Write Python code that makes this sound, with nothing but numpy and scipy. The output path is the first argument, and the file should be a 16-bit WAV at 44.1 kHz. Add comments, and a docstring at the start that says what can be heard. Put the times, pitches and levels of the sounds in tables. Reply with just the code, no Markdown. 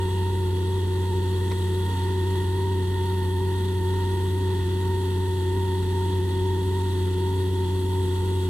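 """An engine-driven welding generator hums outdoors while a pipe joint is TIG welded beside it.
The engine's firing makes the hum, which surges slightly two or three times a second. Its shaft
turns a droning fan and an alternator whose whine swells with each surge. Near 2 s the hum changes
tone and a faint rushing noise stops. The arc and its shielding gas hiss among the steel pipes,
whistling briefly at the start, and the arc spits once. A faint, even flutter lies over the hiss."""
import sys
import numpy as np
from scipy import signal
from scipy.fft import rfft, irfft, next_fast_len
from scipy.io import wavfile

SR = 44100
rng = np.random.default_rng(int(sys.argv[2]) if len(sys.argv) > 2 else 0)


def unload_wav(signal):
    """Save mono or channel-first audio to the path in sys.argv[1] as 16-bit WAV at rate SR, clipped to [-1, 1]."""
    wavfile.write(
        sys.argv[1],
        SR,
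        np.round(np.clip(np.atleast_2d(signal).T, -1, 1) * 32767).astype(np.int16),
    )


N = 374409
TIME = np.arange(N) / SR
FFT_SIZE = next_fast_len(N, True)
FREQUENCIES = np.fft.rfftfreq(FFT_SIZE, 1 / SR)

# steady tones of the engine (multiple of the firing rate, level [dB])
STEADY_TONES = [(1, -25), (2, -39.5), (4, -55.5), (6, -68.5), (8, -74), (16, -73)]
# engine tones that change once (multiple of the firing rate, level before [dB], level after [dB],
# boost during the change [dB], growth afterwards [dB/s])
CHANGING_TONES = [(3, -50, -46, 9.5, .65), (5, -52.5, -62.5, 10, 0.5)]
# exhaust rumble (frequency [Hz], level [dB per Hz])
EXHAUST_RUMBLE = [(10, -78), (25, -65.5), (55, -62), (80, -60), (130, -64), (165, -66), (230, -65.5),
                  (300, -65), (355, -60.5), (410, -67), (490, -74.5), (600, -88), (780, -92), (2500, -120)]
# engine surges (start [s], length [s], full rise of the firing rate [Hz], full rise of the whine [dB])
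ENGINE_SURGES = [(-0.04, 0.46, 0.83, 6.5), (0.67, 0.14, 2.03, 5.5), (0.96, 0.375, 0.3, 4.5),
                 (1.429, 0.21, 0.98, 2.2), (1.81, 0.34, 0.67, 7.5), (2.22, 0.25, 0.68, 5.2),
                 (2.551, 0.25, 1.1, 7), (2.941, 0.32, 0.79, 7), (3.35, 0.29, 0.8, 6.5),
                 (3.81, 0.27, 0.78, 8), (4.12, 0.13, 2.0, 7.5), (4.379, 0.23, 0.98, 5),
                 (4.809, 0.23, 0.8, 7.5), (5.14, 0.27, 0.3, 5.5), (5.5, 0.284, 1.096, 7.4),
                 (5.91, 0.25, 1.2, 8), (6.3, 0.34, 0.4, 6.5), (6.72, 0.23, 1.52, 7.2),
                 (7.179, 0.25, 1.0, 7), (7.54, 0.17, 0.2, 5.8), (7.9, 0.13, 0.5, 7),
                 (8.14, 0.29, 0.41, 4.5)]
# twisting shudder of the shaft (frequency [Hz], size [dB per Hz, relative to one firing cycle])
SHAFT_SHUDDER = [(3, -72), (8, -51), (12, -53), (20, -57), (40, -64), (60, -67), (88, -70.5), (102, -85),
                 (125, -90), (200, -100), (500, -140)]
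# the tone an octave above the whine, between surges (time [s], level [dB])
WHINE_OCTAVE = [(0, -53), (.55, -56), (1.4, -53), (2.6, -51.5), (5.6, -53), (7, -56), (8.49, -64)]
# even hiss of the gas and the surroundings (frequency [Hz], level [dB per Hz])
GAS_HISS = [(100, -77), (620, -85), (780, -88.5), (1250, -87), (1650, -87), (2330, -97), (2650, -84),
            (4300, -86), (5100, -93), (7000, -92.5), (10500, -93), (12500, -96), (15500, -95)]
# pitches at which housing and pipes ring (frequency [Hz], width before narrowing [Hz],
# level [dB per Hz], left louder by [dB], left ahead by [radians])
STEEL_RESONANCES = [(954, 97, -73.8, -3, 1), (1138, 93, -83, 0, 0), (1410, 150, -77, -2.5, 2),
                    (1892, 156, -79, -6.5, 0.67), (2000, 115, -83, 4, 1.1), (2850, 445, -82.5, -6, -1.55),
                    (3338, 223, -73.5, -0.5, -1.1), (3805, 210, -78, 7, -2.13),
                    (4384, 136, -80.5, -6, -1.55), (5600, 200, -89.5, 1, 4.5), (6340, 270, -94, -6, -5),
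                    (7130, 47, -82, -2, 1.5), (7790, 190, -89.5, 15, -2.5), (8170, 280, -86.5, 12, 1),
                    (8820, 200, -93.5, 6, .3), (9380, 100, -88, 13.5, 2.5), (9500, 130, -90, 12.5, 2.5),
                    (10000, 160, -92, 3, 1), (10250, 240, -87.5, 12, 2), (11130, 730, -92, 2, 1),
                    (12750, 400, -96, -8, 1), (13900, 800, -101, -12, -6)]
# swelling of the hiss in three bands (time [s], body [dB], sizzle [dB], fizz [dB])
HISS_SWELLS = [(0, 1, 2, -1), (.4, -.5, -1.5, -0.5), (1.2, 0.5, 0.5, -0.5), (1.55, 1, 2.3, 1.7),
               (2.35, 1.5, -1, .3), (2.75, -0.8, -1, -0.5), (3.15, .3, -1.5, 0.7), (4.2, 0.2, -1, 0.2),
               (5.45, 0, 0, 0), (5.7, 0, -0.5, .6), (6.5, 0.5, -.5, 0), (6.8, 1.1, 0, 1), (7.1, 0, 0, 0),
               (8.49, 0.2, 1, .5)]
# where each band is at full strength (body [Hz], sizzle [Hz], fizz [Hz])
BAND_CENTRES = [5200, 8500, 8700]
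# spit of the arc (time [s], level at its loudest [dB], swell time [s])
ARC_SPITS = [(1.519, -29.7, 0.0046)]
# how the pipe rings after a spit (frequency [Hz], width [Hz], relative level [dB])
PIPE_RING = [(300, 110, 8), (980, 59, 7), (1970, 170, -6), (3420, 1100, -11), (6000, 2000, -29)]
# brief whistles in the gas hiss (time [s], spread [s], frequency [Hz], width [Hz], level [dB])
GAS_WHISTLES = [(0.1, 0.2, 2820, 110, -53), (0.06, 0.1, 8420, 110, -58)]

FIRING_HZ = 91.56  # firings per second, between surges
CHANGE_S, CHANGE_SPREAD_S = 1.93, 0.049  # when and how quickly the hum changes tone


def engine(cycles):
    """The engine's firings blend into a hum over a broad exhaust rumble."""
    throb_db = 0.16 * waver(4.6)
    hum = sum(tone(multiple * cycles, db + throb_db, pan_db=-0.5, lead=0.14)
              for multiple, db in STEADY_TONES)
    done, during = hum_change()
    for multiple, before_db, after_db, boost_db, growth in CHANGING_TONES:
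        later_db = after_db + growth * (TIME - CHANGE_S)
        db = (1 - done) * before_db + done * later_db + during * boost_db
        hum += tone(multiple * cycles, db, pan_db=1, lead=0.14)
    noise = white() * left_right(pan_db=-0.5, lead=0.14) + 0.1 * stereo_white()
    return hum + to_samples(noise * tone_curve(EXHAUST_RUMBLE))


def hum_change():
    """How far the hum's change of tone has got (0 to 1), and a bump while it happens."""
    progress = (TIME - CHANGE_S) / CHANGE_SPREAD_S
    return smooth_step(progress), np.exp(-0.5 * progress ** 2)


def surges(attack_s=0.043, release_s=0.075):
    """Each surge rises quickly, holds and sinks back, lifting the firing rate and the whine's level."""
    rise_hz = rise_db = 0
    for start, length, hz, db in ENGINE_SURGES:
        rising = smooth_step((TIME - start) / attack_s)
        falling = smooth_step((start + length - TIME) / release_s)
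        rise_hz += hz * rising * falling
        rise_db += db * rising * falling
    return rise_hz, rise_db


def shaft(rise_hz):
    """Counts firing cycles as the shaft surges slowly and shudders fast."""
    firing_hz = FIRING_HZ + rise_hz + 0.3997 * waver(9)
    shudder = to_samples(white() * tone_curve(SHAFT_SHUDDER))
    cycles = np.cumsum(firing_hz) / SR + shudder
    return cycles + 0.0019 * np.sin(2 * np.pi * cycles)  # each firing gives a small push


def fan(cycles, multiple=4.052):
    """The belt-driven fan drones just above the engine's fourth tone, so the two beat together."""
    _, during = hum_change()
    db = -32 + 0.15 * TIME + 0.62 * waver(6.5)
    dip_db = -21 * during  # the drone dips briefly as the hum changes
    return tone(multiple * cycles, db + dip_db, pan_db=3, lead=0.13)


def alternator(cycles, rise_db, multiple=10):
    """A whine and its octave swell with each surge; the shaft's shudder roughens their pitch."""
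    whine_db = -44 + rise_db + 0.8 * waver(7.1)
    whine = tone(multiple * cycles, whine_db, pan_db=-3, lead=0.32)
    octave_db = time_curve(WHINE_OCTAVE) + 0.44 * rise_db + 1.2 * waver(8)
    return whine + tone(2 * multiple * cycles, octave_db, pan_db=-3.5, lead=0.7)


def arc(groups=3):
    """Arc and gas make a flickering hiss among the ringing steel."""
    hiss = to_samples(stereo_white() * tone_curve(GAS_HISS))
    # neighbouring pitches go in different groups, so their levels drift apart
    hiss += sum(ringing_steel(STEEL_RESONANCES[group::groups]) for group in range(groups))
    flicker = gain_of(0.47 * waver(70))
    return torch_motion(hiss) * flicker


def ringing_steel(resonances, narrowing=0.69):
    """Gas noise rings housing and pipes at a group of pitches that drift in level together."""
    spectrum = sum(white() * resonance(hz, narrowing * width) * gain_of(db) * left_right(pan_db, lead)
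                   for hz, width, db, pan_db, lead in resonances)
    return to_samples(spectrum) * gain_of(0.69 * waver(5))


def torch_motion(hiss):
    """Moving the torch swells three bands of the hiss, each by its own amount."""
    spectrum = rfft(hiss, FFT_SIZE)
    moved = 0
    for column, weights in enumerate(np.eye(len(BAND_CENTRES)), 1):
        band = np.interp(FREQUENCIES, BAND_CENTRES, weights)  # fades into the bands beside it
        swell_db = time_curve(HISS_SWELLS, column) + 0.45 * waver(3)
        moved += to_samples(spectrum * band) * gain_of(swell_db)
    return moved


def spit():
    """A soft, short sputter of the molten metal rings the pipe."""
    envelope = sum(gain_of(db) / (1 + ((TIME - time) / swell) ** 2) for time, db, swell in ARC_SPITS)
    ring = sum(gain_of(db) * resonance(hz, width) for hz, width, db in PIPE_RING)
    sputter = white() + 0.5 * stereo_white()
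    return envelope * normalise(to_samples(sputter * ring))


def whistles():
    """Narrow bands of the gas hiss stand out for a moment."""
    sound = 0
    for time, spread, hz, width, db in GAS_WHISTLES:
        noise = normalise(to_samples(stereo_white() * resonance(hz, width)))
        envelope = np.exp(-0.5 * ((TIME - time) / spread) ** 2)
        sound += noise * gain_of(db) * envelope
    return sound


def rush():
    """A faint rushing noise from the machine flares as the hum changes, then stops."""
    done, during = hum_change()
    noise = normalise(to_samples(white() * resonance(hz=446, width_hz=40)))
    return noise * (1 - done) * gain_of(-51 + 10 * during)


def flutter(hiss, flutter_hz=172.27):
    """A faint, even flutter is laid over the hiss."""
    angle = 2 * np.pi * flutter_hz * TIME
    return hiss * (1 + 0.11 * np.cos(angle) + 0.03 * np.cos(2 * angle))


def tone(cycles, db, pan_db, lead):
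    """A pure stereo tone that starts at a random point in its cycle."""
    angle = 2 * np.pi * (cycles + rng.random())
    sides = left_right(pan_db, lead)
    return np.sqrt(2) * gain_of(db) * np.real(sides * np.exp(1j * angle))


def left_right(pan_db, lead):
    """Two gains that make the left side louder by pan_db and ahead by lead radians."""
    side = np.array([[0.5], [-0.5]])
    return gain_of(side * pan_db) * np.exp(1j * side * lead)


def resonance(hz, width_hz):
    """A bell-shaped gain that falls to half at width_hz either side of its peak."""
    return 1 / (1 + ((FREQUENCIES - hz) / width_hz) ** 2)


def tone_curve(points):
    """Gain at every frequency, from (frequency [Hz], level [dB]) points."""
    hz, db = np.transpose(points)
    return gain_of(np.interp(np.log(FREQUENCIES + 1), np.log(hz + 1), db))


def time_curve(rows, column=1):
    """Joins one column of timed rows with straight lines."""
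    columns = np.transpose(rows)
    return np.interp(TIME, columns[0], columns[column])


def waver(rate_hz):
    """Random wobble of typical size 1, up to about the given rate."""
    times = np.arange(0, TIME[-1] + 1, 0.5 / rate_hz)
    return normalise(np.interp(TIME, times, rng.standard_normal(len(times))))


def white():
    """Spectrum of fresh white noise at 0 dB per Hz."""
    spectrum = rng.standard_normal(len(FREQUENCIES)) + 1j * rng.standard_normal(len(FREQUENCIES))
    return spectrum * np.sqrt(FFT_SIZE * SR) / 2


def stereo_white():
    """Separate white noise spectra for left and right."""
    return np.array([white(), white()])


def to_samples(spectrum):
    """Turns a spectrum into a sound wave."""
    return irfft(spectrum, FFT_SIZE)[..., :N]


def smooth_step(x):
    """Glides from 0 to 1 as x passes zero."""
    return 0.5 + 0.5 * np.tanh(x)


def gain_of(db):
    """Turns decibels into a multiplier."""
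    return 10 ** (np.asarray(db) / 20)


def normalise(x):
    """Scales a signal to a typical size (rms) of 1."""
    return x / np.sqrt(np.mean(abs(x) ** 2) + 1e-30)


def scene():
    """One shaft drives engine, fan and alternator; the arc's hiss swells slightly with each surge."""
    rise_hz, rise_db = surges()
    cycles = shaft(rise_hz)
    hiss = arc() * gain_of(0.026 * (rise_db - rise_db.mean()))
    generator = engine(cycles) + fan(cycles) + alternator(cycles, rise_db)
    return generator + flutter(hiss) + spit() + whistles() + rush()


def record(dry):
    """Cuts away the very highest treble."""
    cutoff_hz = 15480
    lowpass = signal.firwin(1023, cutoff_hz, window=("kaiser", 9), fs=SR)
    return signal.oaconvolve(dry, lowpass[None], "same", axes=1)


dry = scene()
out = record(dry)
unload_wav(out)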